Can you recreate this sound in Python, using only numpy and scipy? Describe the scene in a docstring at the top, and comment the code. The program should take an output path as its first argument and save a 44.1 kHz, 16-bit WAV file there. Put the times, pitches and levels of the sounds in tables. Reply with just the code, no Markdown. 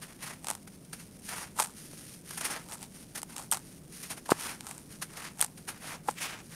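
"""Over a tub of loose soil, with the hands close by: they break up a lump of dry gritty earth and grind it.
Squeezes, rubs and scrapes are filtered streams of random grain slips, swelling and fading with the fingers.
Crumbs patter down as damped ticks and thuds, with knocking clods and a few short bright rings of hard grit.
Stray grains tick thinly throughout and dusty palms swish near the end. The microphone's own resonance near
9 kHz colours sand and ticks. Behind lie a distant rumble and faint hiss of shaped noise."""
import sys
import numpy as np
from scipy import signal
from scipy.fft import rfft, irfft, next_fast_len
from scipy.io import wavfile

SR = 44100
rng = np.random.default_rng(int(sys.argv[2]) if len(sys.argv) > 2 else 0)


def digitize_waveform(pressure):
    """Quantize a signal to 16-bit integers and store it at the path in sys.argv[1].

    Rows of a 2-D input are taken as channels; values are limited to [-1, 1].
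    """
    field = np.atleast_2d(pressure).T
    bounded = np.clip(field, -1, 1)
    quanta = np.round(bounded * 32767).astype(np.int16)
    wavfile.write(sys.argv[1], SR, quanta)


N = 288842  # samples, about 6.5 s


def from_db(db):
    """Turn decibels into an amplitude gain."""
    return 10 ** (np.asarray(db) / 20)


def rms_one(x):
    """Scale to rms 1."""
    return x / np.sqrt(np.mean(x ** 2) + 1e-20)


def coloured(x, spectrum):
    """Give a steady texture a spectrum that falls away beyond its ends; rms 1."""
    corner_hz, density_db = np.transpose(spectrum)
    size = next_fast_len(N)
    f = np.maximum(np.fft.rfftfreq(size, 1 / SR), 1)
    low_skirt = np.minimum(f / corner_hz[0], 1) ** 2
    high_skirt = np.minimum(corner_hz[-1] / f, 1) ** 2
    shape_db = np.interp(np.log(f), np.log(corner_hz), density_db)
    gain = from_db(shape_db) * low_skirt * high_skirt
    return rms_one(irfft(rfft(x, size) * gain, size)[:N])


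def flutter(rate):
    """Random wander: straight lines between normal random values, rate of them a second."""
    knots = rng.standard_normal(N // 40)
    return np.interp(np.arange(N) / SR * rate, np.arange(N // 40), knots)


def clicks(times, db):
    """Place one impulse at each time."""
    out = np.zeros(N)
    np.add.at(out, np.round(np.asarray(times) * SR).astype(int), from_db(db))
    return out


def ring(x, hz, t60):
    """A unit click starts a damped sine whose envelope begins at 1 and drops 60 dB in t60 seconds."""
    r = from_db(-60 / (t60 * SR))
    w = 2 * np.pi * hz / SR
    return signal.lfilter([0, np.sin(w)], [1, -2 * r * np.cos(w), r * r], x + 1e-18)


def strike(x, modes, scatter_db):
    """Every click excites each mode with a strength of its own; signs alternate from mode to mode."""
    at = np.flatnonzero(x)
    out = np.zeros(N)
    for k, (pitch_hz, level_db, t60_s) in enumerate(modes):
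        own = np.zeros(N)
        own[at] = x[at] * from_db(level_db + scatter_db * rng.standard_normal(N)[at])
        out += (-1) ** k * ring(own, pitch_hz, t60_s)
    return out


def high_pass(x, hz):
    """Small things radiate little bass."""
    return signal.sosfilt(signal.butter(2, hz, "high", fs=SR, output="sos"), x)


def dying(hits, decay_s):
    """An envelope jumps at each hit and fades exponentially."""
    return signal.lfilter([1], [1, -np.exp(-1 / (decay_s * SR))], hits + 1e-18)


def grains(per_s, spread_db):
    """Random clicks of either sign, many small and few large."""
    sizes = from_db(spread_db * np.minimum(rng.exponential(1, N), 4))
    present = rng.random(N) < per_s / SR
    return present * sizes * rng.choice([-1, 1], N)


def slips(spectrum, per_s, spread_db, shift_db):
    """A dense stream of slipping grains; the hollow of the moving hand shifts its colour by shift_db."""
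    rest = coloured(grains(per_s, spread_db), spectrum)
    out = 0
    for edge_hz in 1000 * np.sqrt(2) ** np.arange(8):  # half-octave bands
        band = signal.sosfiltfilt(signal.butter(4, edge_hz, fs=SR, output="sos"), rest)
        rest = rest - band
        out = out + band * from_db(shift_db * flutter(rate=24))
    return rms_one(out + rest)


def strokes(rows, column, attack_s, release_s, lead_s=0):
    """Each stroke of the hand swells, holds at the level in its dB column, and fades."""
    rows = np.transpose(rows)[:, :, None]
    start_s, held_s = rows[0], rows[1]
    t = np.arange(N) / SR + lead_s - start_s
    away = np.maximum(-t / attack_s, (t - held_s) / release_s)
    return np.max(from_db(rows[column]) * np.exp(-np.clip(away, 0, 20)), axis=0)


# Spectrum of the distant rumble and faint hiss: pitch_hz [Hz], density_db [relative dB per Hz]
BACKGROUND_SPECTRUM = [(15, -15), (50, -9.5), (90, -7.5), (128, -6), (148, 0), (166, 1.5), (180, -2),
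                       (240, -4), (400, -12.5), (560, -17), (900, -25.5), (2500, -38.5), (9500, -40),
                       (15000, -37)]


def rumble():
    """Steady random noise, strongest in the bass, lies behind the hands."""
    return from_db(-52) * coloured(rng.standard_normal(N), BACKGROUND_SPECTRUM)


# A broken-off piece is crushed in the fist:
# start_s [s, full pressure], held_s [s], sand_db, earth_db [dB before the trims in grinding]
FIST_SQUEEZES = [(.24, 0.069, -47.5, -45), (1.32, .12, -45, -43.5), (2.43, 0.14, -47, -41.5),
                 (4.415, 0.1, -42.5, -41), (5.185, 0.086, -50.5, -44.5), (5.845, 0.099, -49.5, -44),
                 (6.24, .095, -54, -44)]
# The fingers rub lightly over the lump for a new grip: the same columns
FINGER_RUBS = [(.09, 0.037, -57.5, -58), (.72, 0.04, -64, -71), (.95, 0.08, -61, -64),
               (1.255, 0.034, -48.5, -72), (1.77, 0.11, -53.5, -69), (1.91, 0.24, -53, -73),
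               (2.29, 0.069, -47, -55.5), (2.96, 0.071, -54, -62.5), (3.305, 0.029, -52.5, -56),
               (3.6, .17, -62, -72), (3.94, .14, -50, -63), (4.35, 0.035, -55, -49),
               (4.915, 0.045, -55, -61), (5.1, 0.046, -58, -56.5), (5.72, 0.049, -58, -52.5),
               (6.36, 0.044, -68, -51), (6.53, .02, -54.5, -53)]


def pressure(column, holding_db, lead_s):
    """How strongly one grade of earth is ground: squeezes, light rubs and mere holding add in power."""
    squeezing = strokes(FIST_SQUEEZES, column, attack_s=0.025, release_s=0.029, lead_s=lead_s)
    rubbing = strokes(FINGER_RUBS, column, attack_s=0.024, release_s=0.015)
    # the lump never lies quite still in the hand
    holding = from_db(holding_db + 2.5 * flutter(rate=18))
    return np.sqrt(squeezing ** 2 + rubbing ** 2 + holding ** 2)


# Colours of slipping fine sand, with the microphone's resonance near 9 kHz, and of coarse earth;
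# also heard in the scrapes and, for earth, the clods: pitch_hz [Hz], density_db [relative dB per Hz]
SAND_SPECTRUM = [(1500, -7), (2500, -7), (3700, -8.5), (5600, -4.5), (6800, -5.5), (7700, -11.5), (8800, 0),
                 (10200, -1.5), (11500, -7.5), (13000, -9.5), (15500, -22.5)]
EARTH_SPECTRUM = [(250, -8.5), (520, -7), (800, -3), (1300, -2.5), (1900, -3.5), (2700, -7.5), (3700, -14),
                  (5900, -15.5), (7900, -17), (12000, -28)]


def grinding():
    """Fine sand hisses and coarse earth rasps; both catch and slip together under the fingers."""
    # in a squeeze the sand runs 10 ms before the coarse earth gives way
    sand_pressure = pressure(column=2, holding_db=-63, lead_s=0.01)
    sand = sand_pressure * slips(SAND_SPECTRUM, per_s=24000, spread_db=6.5, shift_db=0.0)
    earth_pressure = pressure(column=3, holding_db=-78.5, lead_s=0)
    earth = earth_pressure * slips(EARTH_SPECTRUM, per_s=8700, spread_db=4.0, shift_db=2.5)
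    catching = from_db(1.9 * flutter(rate=130))
    return (from_db(1.5) * sand + from_db(0.02) * earth) * catching


# Tick of a small falling bit, with the microphone's own ring near 9 kHz, also heard in every crumb:
# pitch_hz [Hz], level_db [relative dB], t60_s [s]
TICK_RESONANCES = [(1740, -4.5, 0.00083), (5200, -3, 0.00042), (9030, -3.5, 0.0012), (12400, -13, 0.0008)]


def trickle():
    """Stray grains keep dropping from the dusty hands with tiny thin ticks."""
    strays = strike(grains(per_s=110, spread_db=2.5), TICK_RESONANCES, scatter_db=1.5)
    return from_db(-44.5) * high_pass(strays, hz=2500)


# A finger catches on the lump and skids:
# peak_s [s, at the strongest], level_db [dB, of the sand before its catching], fall_s [s, dying away]
FINGER_SCRAPES = [(0.03, -41.5, 0.017), (0.233, -42, 0.017), (.677, -49.5, 0.0074), (0.936, -38, 0.0091),
                  (1.002, -50.5, 0.017), (1.292, -36.5, 0.0085), (2.31, -41, 0.0054), (2.381, -38, 0.014),
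                  (2.412, -33, 0.0048), (2.455, -31, 0.013), (2.512, -35, 0.012), (3.159, -36, 0.011),
                  (3.182, -39.5, .011), (4.042, -43, .014), (4.112, -37, 0.018), (4.179, -45, 0.013),
                  (4.262, -45, 0.0081), (5.024, -35, 0.011), (5.174, -41, 0.011), (5.581, -50, 0.012),
                  (5.69, -36.5, 0.016), (6.224, -38, 0.023)]


def scraping():
    """Each skid is a quick swell and slower fade of slipping sand that drags some coarse earth along."""
    peak_s, level_db, fall_s = np.transpose(FINGER_SCRAPES)[:, :, None]
    t = np.arange(N) / SR - peak_s
    rise_s = 0.72 * fall_s
    away = np.where(t < 0, (t / rise_s) ** 2, t / fall_s)
    swell = np.sum(from_db(level_db) * np.exp(-np.minimum(away, 20)), axis=0)
    sand = slips(SAND_SPECTRUM, per_s=25000, spread_db=2.4, shift_db=1.8)
    earth = slips(EARTH_SPECTRUM, per_s=10000, spread_db=2.2, shift_db=2.4)
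    catching = from_db(1.6 * flutter(rate=220))
    return swell * (sand + from_db(-4.0) * earth) * catching


# Thud of the loose soil under a crumb, also heard in the showers:
# pitch_hz [Hz], level_db [relative dB], t60_s [s]
THUD_RESONANCES = [(867, -3.5, 0.012), (1300, -0.5, 0.0061)]


def landing(hits, pushes):
    """A larger crumb ticks, thuds, and sheds a short spray of fragments."""
    spray = from_db(-12) * dying(hits, decay_s=0.002) * grains(per_s=3500, spread_db=1.2)
    ticks = strike(hits + spray, TICK_RESONANCES, scatter_db=1.5)
    thuds = strike(pushes, THUD_RESONANCES, scatter_db=1.5)
    return from_db(2.9) * high_pass(ticks, hz=600) + from_db(-0.5) * high_pass(thuds, hz=400)


# The largest crumbs land: start_s [s], tick_db, thud_db [dB, click strength before the resonances]
LARGE_CRUMBS = [(0.4453, -21.5, -33), (0.47, -18, -25), (0.4852, -13.5, -25), (0.5025, -9.5, -26.5),
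                (0.5114, -14.5, -21.5), (0.5516, -20.5, -33), (1.5795, -24, -44), (1.588, -18, -22.5),
                (1.592, -12, -14.5), (1.6002, -6.5, -27), (1.645, -20, -38), (3.2178, -21, -39),
                (3.231, -14.5, -27), (3.3647, -17, -50), (3.3814, -18.5, -39), (3.5458, -14.5, -26),
                (3.5718, -18.5, -26), (4.3049, -13.5, -21), (4.31, -13, -29), (4.314, -17, -29),
                (4.6082, -21, -58), (4.6682, -21, -33), (4.7119, -19, -51), (4.7799, -26.5, -43),
                (5.395, -20, -33), (5.4069, -12, -27), (5.4254, -5.5, -21), (5.4459, -14.5, -27)]


def crumbs():
    """The largest crumbs stand out from the showers one by one, each ticking and thudding."""
    start_s, tick_db, thud_db = np.transpose(LARGE_CRUMBS)
    return landing(clicks(start_s, tick_db), clicks(start_s, thud_db))


# A handful of small crumbs rains down:
# peak_s [s, at its thickest], tick_db, thud_db [dB], rise_s [s, build-up], fall_s [s, dying away]
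CRUMB_SHOWERS = [(.497, -39, -42.5, 0.028, 0.03), (1.6, -28, -33, 0.012, 0.033),
                 (2.732, -41.5, -45.5, 0.036, 0.02), (2.826, -41.5, -50, 0.019, 0.018),
                 (3.392, -40, -43, 0.024, 0.028), (3.526, -26, -31.5, 0.0035, 0.02),
                 (4.314, -31, -32.5, 0.012, 0.011), (4.69, -46, -50.5, 0.063, 0.059),
                 (5.42, -34, -40.5, 0.018, 0.024), (6.085, -40, -45, 0.012, 0.03)]


def showers():
    """Small crumbs rain down, each with a tick and a faint thud; now and then a bigger bit is among them."""
    peak_s, tick_db, thud_db, rise_s, fall_s = np.transpose(CRUMB_SHOWERS)[:, :, None]
    t = np.arange(N) / SR - peak_s
    flow = np.exp(-np.minimum(np.maximum(-t / rise_s, t / fall_s), 20))
    tick_gain = np.sum(flow * from_db(tick_db), axis=0)
    thud_gain = np.sum(flow * from_db(thud_db), axis=0)
    drops = grains(per_s=4000, spread_db=6.0)
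    ticks = rms_one(high_pass(strike(drops, TICK_RESONANCES, scatter_db=3.0), hz=577))
    thuds = rms_one(high_pass(strike(drops, THUD_RESONANCES, scatter_db=3.5), hz=400))
    bits = grains(per_s=110, spread_db=1.5)
    bit_hits = bits * tick_gain * from_db(7)
    bit_pushes = bits * thud_gain * from_db(2.5)
    return tick_gain * ticks + thud_gain * thuds + landing(bit_hits, bit_pushes)


# Clods hit the soil: start_s [s], level_db [dB, peak before the bass cut], pitch_hz [Hz], t60_s [s]
FALLING_CLODS = [(1.6010, -14, 875, 0.01), (1.934, -34.5, 536, 0.007), (4.2930, -18.5, 910, 0.014),
                 (4.3192, -2, 407, 0.009), (4.3188, -7.5, 1270, 0.0065), (4.3212, -14, 910, 0.012),
                 (6.0851, -18.5, 856, 0.03), (6.0875, -9, 1000, 0.0034), (6.0912, -11.5, 830, 0.0033)]


def clods():
    """A heavy piece lands with a knock that the soil damps quickly, and crunches as it settles."""
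    knocks = np.zeros(N)
    for start_s, level_db, pitch_hz, t60_s in FALLING_CLODS:
        knock = ring(clicks([start_s], [level_db]), pitch_hz, t60_s)
        knocks += high_pass(knock, hz=0.43 * pitch_hz)  # it radiates little far below its pitch
    start_s, level_db, _, _ = np.transpose(FALLING_CLODS)
    settling = dying(clicks(start_s, level_db), decay_s=0.0035)
    crunch = settling * slips(EARTH_SPECTRUM, per_s=10000, spread_db=1.5, shift_db=1)
    return knocks + from_db(-30.5) * high_pass(crunch, hz=830)


# Hard grit knocks together: start_s [s], level_db [dB, click strength before the resonances]
GRIT_KNOCKS = [(3.5140, -13), (3.5156, -9.5), (3.5240, -10.5), (5.4127, -4), (5.4141, -15)]
# Ring heard with the grit, with the microphone's resonance near 9 kHz:
# pitch_hz [Hz], level_db [relative dB], t60_s [s]
GRIT_RESONANCES = [(3230, -15.5, 0.0067), (8000, -8.5, 0.0047), (8680, -9, 0.015), (9480, -3, 0.0045),
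                   (12900, -6, 0.0019)]


def hard_grit():
    """Stony bits click with a short bright ring of a few damped modes."""
    start_s, level_db = np.transpose(GRIT_KNOCKS)
    rings = strike(clicks(start_s, level_db), GRIT_RESONANCES, scatter_db=1)
    return high_pass(rings, hz=1500)


# The dusty palms brush past each other: start_s [s, full level], held_s [s], level_db [dB]
PALM_BRUSHES = [(6.183, .005, -41.5), (6.225, 0.034, -37), (6.29, 0.047, -53)]
# Colour of skin on dust: pitch_hz [Hz], density_db [relative dB per Hz]
PALM_SPECTRUM = [(1300, -7), (2100, -0.5), (2900, -3), (4200, -12), (6200, -8), (7800, -9.5)]


def palms():
    """Skin sliding on dust gives a softer, rounder swish."""
    swish = slips(PALM_SPECTRUM, per_s=15000, spread_db=2.2, shift_db=1.8)
    return strokes(PALM_BRUSHES, column=2, attack_s=0.013, release_s=0.016) * swish


def scene():
    """Hands and falling earth close by, over a distant rumble and faint hiss."""
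    hands = grinding() + scraping() + palms()
    falling = trickle() + crumbs() + showers() + clods() + hard_grit()
    return (hands + falling + rumble())[None]


def record(dry):
    """At the microphone the top is cut steeply above 15.6 kHz."""
    top_cut = signal.ellip(10, 0.2, 80, 15600, fs=SR, output="sos")  # 0.2 dB ripple, 80 dB down
    return signal.sosfilt(top_cut, dry)


dry = scene()
out = record(dry)
digitize_waveform(out)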